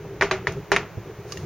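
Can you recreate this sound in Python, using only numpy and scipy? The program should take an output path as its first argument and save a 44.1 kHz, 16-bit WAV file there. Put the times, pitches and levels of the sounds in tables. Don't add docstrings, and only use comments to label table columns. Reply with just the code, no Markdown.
import sys
import numpy as np
from scipy import signal
from scipy.fft import rfft, irfft, next_fast_len
from scipy.io import wavfile
from scipy.ndimage import uniform_filter1d

SR = 44100
rng = np.random.default_rng(int(sys.argv[2]) if len(sys.argv) > 2 else 0)


def put_to_file(sound):
    columns = np.atleast_2d(sound).T
    safe = np.clip(columns, -1, 1)
    whole_steps = np.round(safe * 32767)
    wavfile.write(sys.argv[1], SR, whole_steps.astype(np.int16))


N = 63945

# (time [s], level [dB], pitch [ratio], ring length [ratio], panel [dB], panel pitch [ratio],
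# snap [dB], rattle [dB], room [dB], edge ring [dB], edge pitch [ratio])
CLACKS = [(0.2110, -1.5, 1.004, 0.89, -5.5, 0.97, -9, 3, -12, 2, 1.12),
          (0.2220, 2, 0.92, 1.16, -2.5, 1, -6.5, -6, -6.5, -11, 0.78),
          (0.3118, -8.5, 1.05, 1.1, 10, .94, -3, 11, 2.5, 12.5, 1),
          (0.4707, -6, .97, 1.52, -0.5, 0.99, -17, 1, -5, 1.5, 1.1),
          (0.7178, 3, .95, 0.69, -0.5, 1.0, 2.5, -1, -3.5, -1.5, 1.16),
          (0.7634, .5, 1.11, 0.57, -8.5, 1, 4, 0.5, -8.5, 4, .81)]
# (time [s], level [dB], pitch [ratio])
BOUNCES = [(.2131, -4, 0.9), (.2252, -13, 0.89), (0.2301, -6, 0.56), (.313, -9.5, 1.3), (0.4717, -8, .92),
           (.72, -9.5, 1.61), (.765, -27, 1.35), (.7677, -2.5, 1.01), (.771, -10.5, 1.3)]
# (frequency [Hz], level [dB], t60 [s])
PART_MODES = [(650, -14.5, 0.062), (878, -15, 0.021), (1070, -21.5, 0.026), (1500, -10, 0.016),
              (1690, -1.5, 0.0098), (1874, 2, 0.015), (2067, -7.5, 0.017), (2303, -12, 0.038),
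              (2503, -17.5, 0.051), (3490, -24.5, 0.07)]
EDGE_MODES = [(3120, -7, 0.046), (3490, -6, 0.081), (3810, -2.5, 0.019), (4020, -7, 0.1),
              (4510, -1.5, 0.041), (6230, -8.5, 0.032)]
PANEL_MODES = [(401.7, 3, 0.17), (624.6, -14, 0.17), (661, -4.5, 0.17), (852, -5.5, 0.099)]
# (frequency [Hz], level [dB])
SNAP_EQ = [(100, -32), (400, -13.5), (1300, 12.5), (2300, 7), (3200, 3), (4500, -2), (6500, -2.5),
           (9000, 4.5), (16000, -17.5)]
RATTLE_EQ = [(100, -7), (250, -2.5), (450, 5), (1000, 9), (2100, 7.5), (3200, -22), (4500, -19.5),
             (6500, -14.5), (9000, -19.5), (16000, -42)]
ROOM_EQ = [(60, -2.5), (230, -0.5), (1300, 0), (2200, -1.5), (3100, -7), (4200, -13), (6500, -11.5),
           (9000, -17), (16000, -28)]
PART_DB, CONTACT_S, BOUNCE_LENGTH_RATIO = -10, 0.00022, 0.52
PANEL_DB, PANEL_RISE_S = -19, 0.0079
SNAP_DB, EDGE_DB, RATTLE_DB, RATTLE_T60_S = -5, -31, -17, 0.04
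ROOM_DB, ROOM_LOW_T60_S, ROOM_HIGH_T60_S, ROOM_RISE_S = -21, 0.33, 0.15, 0.0018

# (time [s], level [dB], pitch [ratio], knock [dB])
THUMPS = [(0.046, -33, 1.4, 6), (0.159, -35, 1.34, 2), (0.313, -32, 1.26, -1), (0.482, -26, 1.01, -20),
          (0.565, -28.5, 1.47, -3), (0.9711, -23.5, 1.134, -2), (1.182, -31, 1.11, -4),
          (1.248, -36.5, 1.14, 9), (1.388, -31, 1.03, -2.5), (1.431, -25.5, 1.29, -8)]
# (frequency [Hz], level [dB], t60 [s])
BOOM_MODES = [(97.5, 7.5, 0.081), (173, -6, 0.099)]
KNOCK_MODES = [(302, -11, 0.17), (354.7, -10.5, 0.19), (438.3, -12.5, 0.12), (572, -7, 0.036),
               (682, -15, 0.046)]
BOOM_RISE_S, KNOCK_RISE_S = 0.0066, 0.0024

# (time [s], level [dB], pitch [ratio], ring [dB], place [0 middle, 1 end], snap [dB])
TICKS = [(0.5223, -44, 0.84, -5, .8, 5), (1.3219, -34.5, 1.02, 6, 0.1, 1), (1.3722, -40.5, 1, 6.5, 1, -7),
         (1.374, -45.5, 1, 4, 0.93, 10)]
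# (frequency [Hz], hit in the middle [dB], hit at the end [dB], t60 [s])
TICK_MODES = [(1142, -5.5, -29, 0.072), (1850, -24, 1, 0.027), (2820, -8, -2.5, 0.036),
              (3520, -35, -8.5, 0.024), (4590, -6, -23, 0.038), (4710, -3.5, -25, 0.035),
              (5340, -5, -27, 0.047), (6270, -8, -25, 0.053)]
# (frequency [Hz], level [dB])
TICK_EQ = [(500, -5), (1200, -3), (2700, -0.5), (6600, 1), (16000, -3)]
TICK_SNAP_DB, TICK_SNAP_T60_S = 6.5, 0.003
TICK_T60_S, TICK_TAIL_DB, TICK_TAIL_T60_S = 0.026, -10.5, 0.39

# (frequency [Hz], level [dB])
RUMBLE_EQ = [(20, -25), (35, -10), (60, -6), (100, -1), (160, 3.5), (200, -5.5), (245, -31.5), (400, -27),
             (1000, -54)]
DRONE_EQ = [(200, -48), (280, -12.5), (340, -4.5), (410, -2.5), (455, -7.5), (520, -14), (600, -30.5),
            (1200, -52)]
AIR_EQ = [(100, -23), (500, 1), (1000, -3.5), (2300, -9), (4800, -25.5), (6600, -23), (9000, -52)]
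RUSTLE_EQ = [(300, 7), (1200, 2), (3000, -7), (6500, -4.5), (9000, -3), (16000, -14.5)]
# (time [s], level [dB])
LOW_BED_RIDE = [(0, -2), (.1, -1.5), (.6, 4.5), (0.678, -7.5), (0.799, 3.5), (.88, -9), (.97, -7.5),
                (1.069, 0.5), (1.22, -4.5), (1.45, 2)]
HUM_RIDE = [(0, -50.5), (.82, -44.5), (1.0, -52.5), (1.259, -40.5), (1.33, -53.5)]
RUSTLE_RIDE = [(1.18, -57.5), (1.26, -55), (1.32, -43), (1.36, -50), (1.45, -51)]
RUMBLE_DB, DRONE_DB, AIR_DB = -40.5, -44, -48.5
SWELL_DB, SWELLS_PER_S = 3.5, 30
HUM_HZ, HUM_WAVER_RATIO, HUM_FLICKER_DB = 416.8, 0.025, 4.5

# (frequency [Hz], side gain [dB])
WIDTH_EQ = [(1300, -75), (2400, -79), (3300, -9.5), (4400, -4), (8000, 0.5), (16000, -3)]
# (time [s], side gain [dB])
BASS_WIDTH_RIDE = [(.55, -74), (0.621, -20), (.72, -3.5), (.745, -12), (.78, -71), (.86, -17.5),
                   (0.977, -6.5), (1.042, -71)]
BASS_LAG_S, BASS_EDGE_HZ = 0.0037, 590
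# (frequency [Hz], level [dB])
MIC_EQ = [(20, 0.5), (6800, 1.5), (7300, -9.5), (7900, -22), (8700, -9.5), (10000, -11.5), (16000, -13)]
HISS_EQ = [(1000, -5), (6000, -3), (8000, -21), (11000, -21), (13500, 13.5), (16000, 14.5)]
HISS_DB, TOP_HZ = -58.5, 16100


def clacks():
    snap = undb(SNAP_DB) * colour(signal.unit_impulse(N), SNAP_EQ)
    out = np.zeros(N)
    for time_s, db, pitch, length, panel_db, panel_pitch, snap_db, *_ in CLACKS:
        panel = undb(PANEL_DB + panel_db) * rise(PANEL_RISE_S) * ring(PANEL_MODES, panel_pitch)
        out += undb(db) * at(time_s, struck_part(pitch, length) + undb(snap_db) * snap + panel)
    for time_s, db, pitch in BOUNCES:
        out += undb(db) * at(time_s, struck_part(pitch, BOUNCE_LENGTH_RATIO))
    return out


def struck_part(pitch, length):
    modes = [(hz, db, t60 * length) for hz, db, t60 in PART_MODES]
    return undb(PART_DB) * rise(CONTACT_S) * ring(modes, pitch)


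def clatter():
    room, out = room_tail(), np.zeros(N)
    for time_s, db, pitch, *_, rattle_db, room_db, edge_db, edge_pitch in CLACKS:
        rattle_eq = [(hz * pitch, band_db) for hz, band_db in RATTLE_EQ]
        rattle = undb(RATTLE_DB + rattle_db) * noise(rattle_eq) * fade(RATTLE_T60_S)
        edge = undb(EDGE_DB + edge_db) * metal_ring(EDGE_MODES, edge_pitch)
        out += undb(db) * at(time_s, rattle + edge + undb(room_db) * room)
    return out


def room_tail(crossover_hz=2500):
    echoes = noise(ROOM_EQ)
    low = signal.sosfilt(signal.butter(2, crossover_hz, fs=SR, output="sos"), echoes)
    high = signal.sosfilt(signal.butter(2, crossover_hz, "high", fs=SR, output="sos"), echoes)
    tail = low * fade(ROOM_LOW_T60_S) - high * fade(ROOM_HIGH_T60_S)
    return undb(ROOM_DB) * rise(ROOM_RISE_S) * tail


def thumps():
    out = np.zeros(N)
    for time_s, db, pitch, knock_db in THUMPS:
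        boom = rise(BOOM_RISE_S) * ring(BOOM_MODES, pitch)
        knock = undb(knock_db) * rise(KNOCK_RISE_S) * ring(KNOCK_MODES, pitch)
        out += undb(db) * at(time_s, boom + knock)
    return out


def ticks():
    out = np.zeros(N)
    for time_s, db, pitch, ring_db, place, snap_db in TICKS:
        modes = [(hz, np.interp(place, [0, 1], [middle_db, end_db]), t60)
                 for hz, middle_db, end_db, t60 in TICK_MODES]
        snap = undb(TICK_SNAP_DB + snap_db) * noise(TICK_EQ) * fade(TICK_SNAP_T60_S)
        click = noise(TICK_EQ) * (fade(TICK_T60_S) + undb(TICK_TAIL_DB) * fade(TICK_TAIL_T60_S))
        out += undb(db) * at(time_s, snap + click + undb(ring_db) * metal_ring(modes, pitch))
    return out


def low_bed():
    rumble = undb(RUMBLE_DB) * noise(RUMBLE_EQ)
    drone = noise(DRONE_EQ) * undb(DRONE_DB + SWELL_DB * wander(SWELLS_PER_S))
    return (rumble + drone) * ride(LOW_BED_RIDE)


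def hum():
    hz = HUM_HZ * (1 + HUM_WAVER_RATIO * wander(rate_hz=30))
    gain = ride(HUM_RIDE) * undb(HUM_FLICKER_DB * wander(rate_hz=26))
    return gain * np.sin(2 * np.pi * np.cumsum(hz) / SR)


def air():
    return undb(AIR_DB) * noise(AIR_EQ) + noise(RUSTLE_EQ) * ride(RUSTLE_RIDE)


def diffuse():
    return clatter() + ticks() + low_bed() + hum() + air()


def wide_bass(mid):
    bass = signal.sosfilt(signal.butter(4, BASS_EDGE_HZ, fs=SR, output="sos"), mid)
    return at(BASS_LAG_S, bass) * ride(BASS_WIDTH_RIDE)


def ring(modes, pitch):
    return sum(undb(db) * fade(t60) * np.sin(2 * np.pi * hz * pitch * seconds())
               for hz, db, t60 in modes)


def metal_ring(modes, pitch):
    return sum(rng.choice([-1, 1]) * ring([mode], pitch) for mode in modes)


def colour(x, points):
    size = 2 * next_fast_len(N)
    hz, db = np.array(points, float).T
    bins_hz = np.maximum(np.fft.rfftfreq(size, 1 / SR), 1)
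    gain = undb(np.interp(np.log(bins_hz), np.log(hz), db))
    cepstrum = irfft(np.log(gain))
    cepstrum[1:size // 2] *= 2
    cepstrum[size // 2 + 1:] = 0
    return irfft(rfft(x, size) * np.exp(rfft(cepstrum)))[..., :N]


def noise(points):
    x = colour(rng.standard_normal(N), points)
    return x / x.std()


def wander(rate_hz):
    hold = int(SR / rate_hz)
    steps = np.repeat(rng.standard_normal(200)[:N // hold + 1], hold)
    smooth = uniform_filter1d(uniform_filter1d(steps, hold), hold)[:N]
    return smooth / smooth.std()


def ride(points):
    return undb(np.interp(seconds(), *np.array(points).T))


def rise(time_s):
    return 1 - np.exp(-seconds() / time_s)


def fade(t60):
    return np.exp(-np.log(1000) * seconds() / t60)


def at(time_s, x):
    return np.concatenate([np.zeros(max(int(time_s * SR), 0)), x])[:N]


def undb(db):
    return 10 ** (np.asarray(db) / 20)


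def seconds():
    return np.arange(N) / SR


def scene():
    mid = clacks() + thumps() + diffuse()
    side = colour(diffuse(), WIDTH_EQ) + wide_bass(mid)
    return np.array([mid + side, mid - side])


def record(dry):
    hiss = undb(HISS_DB) * np.array([noise(HISS_EQ), noise(HISS_EQ)])
    high_cut = signal.ellip(8, .2, 70, TOP_HZ, fs=SR, output="sos")
    return signal.sosfilt(high_cut, colour(dry, MIC_EQ) + hiss)


dry = scene()
out = record(dry)
put_to_file(out)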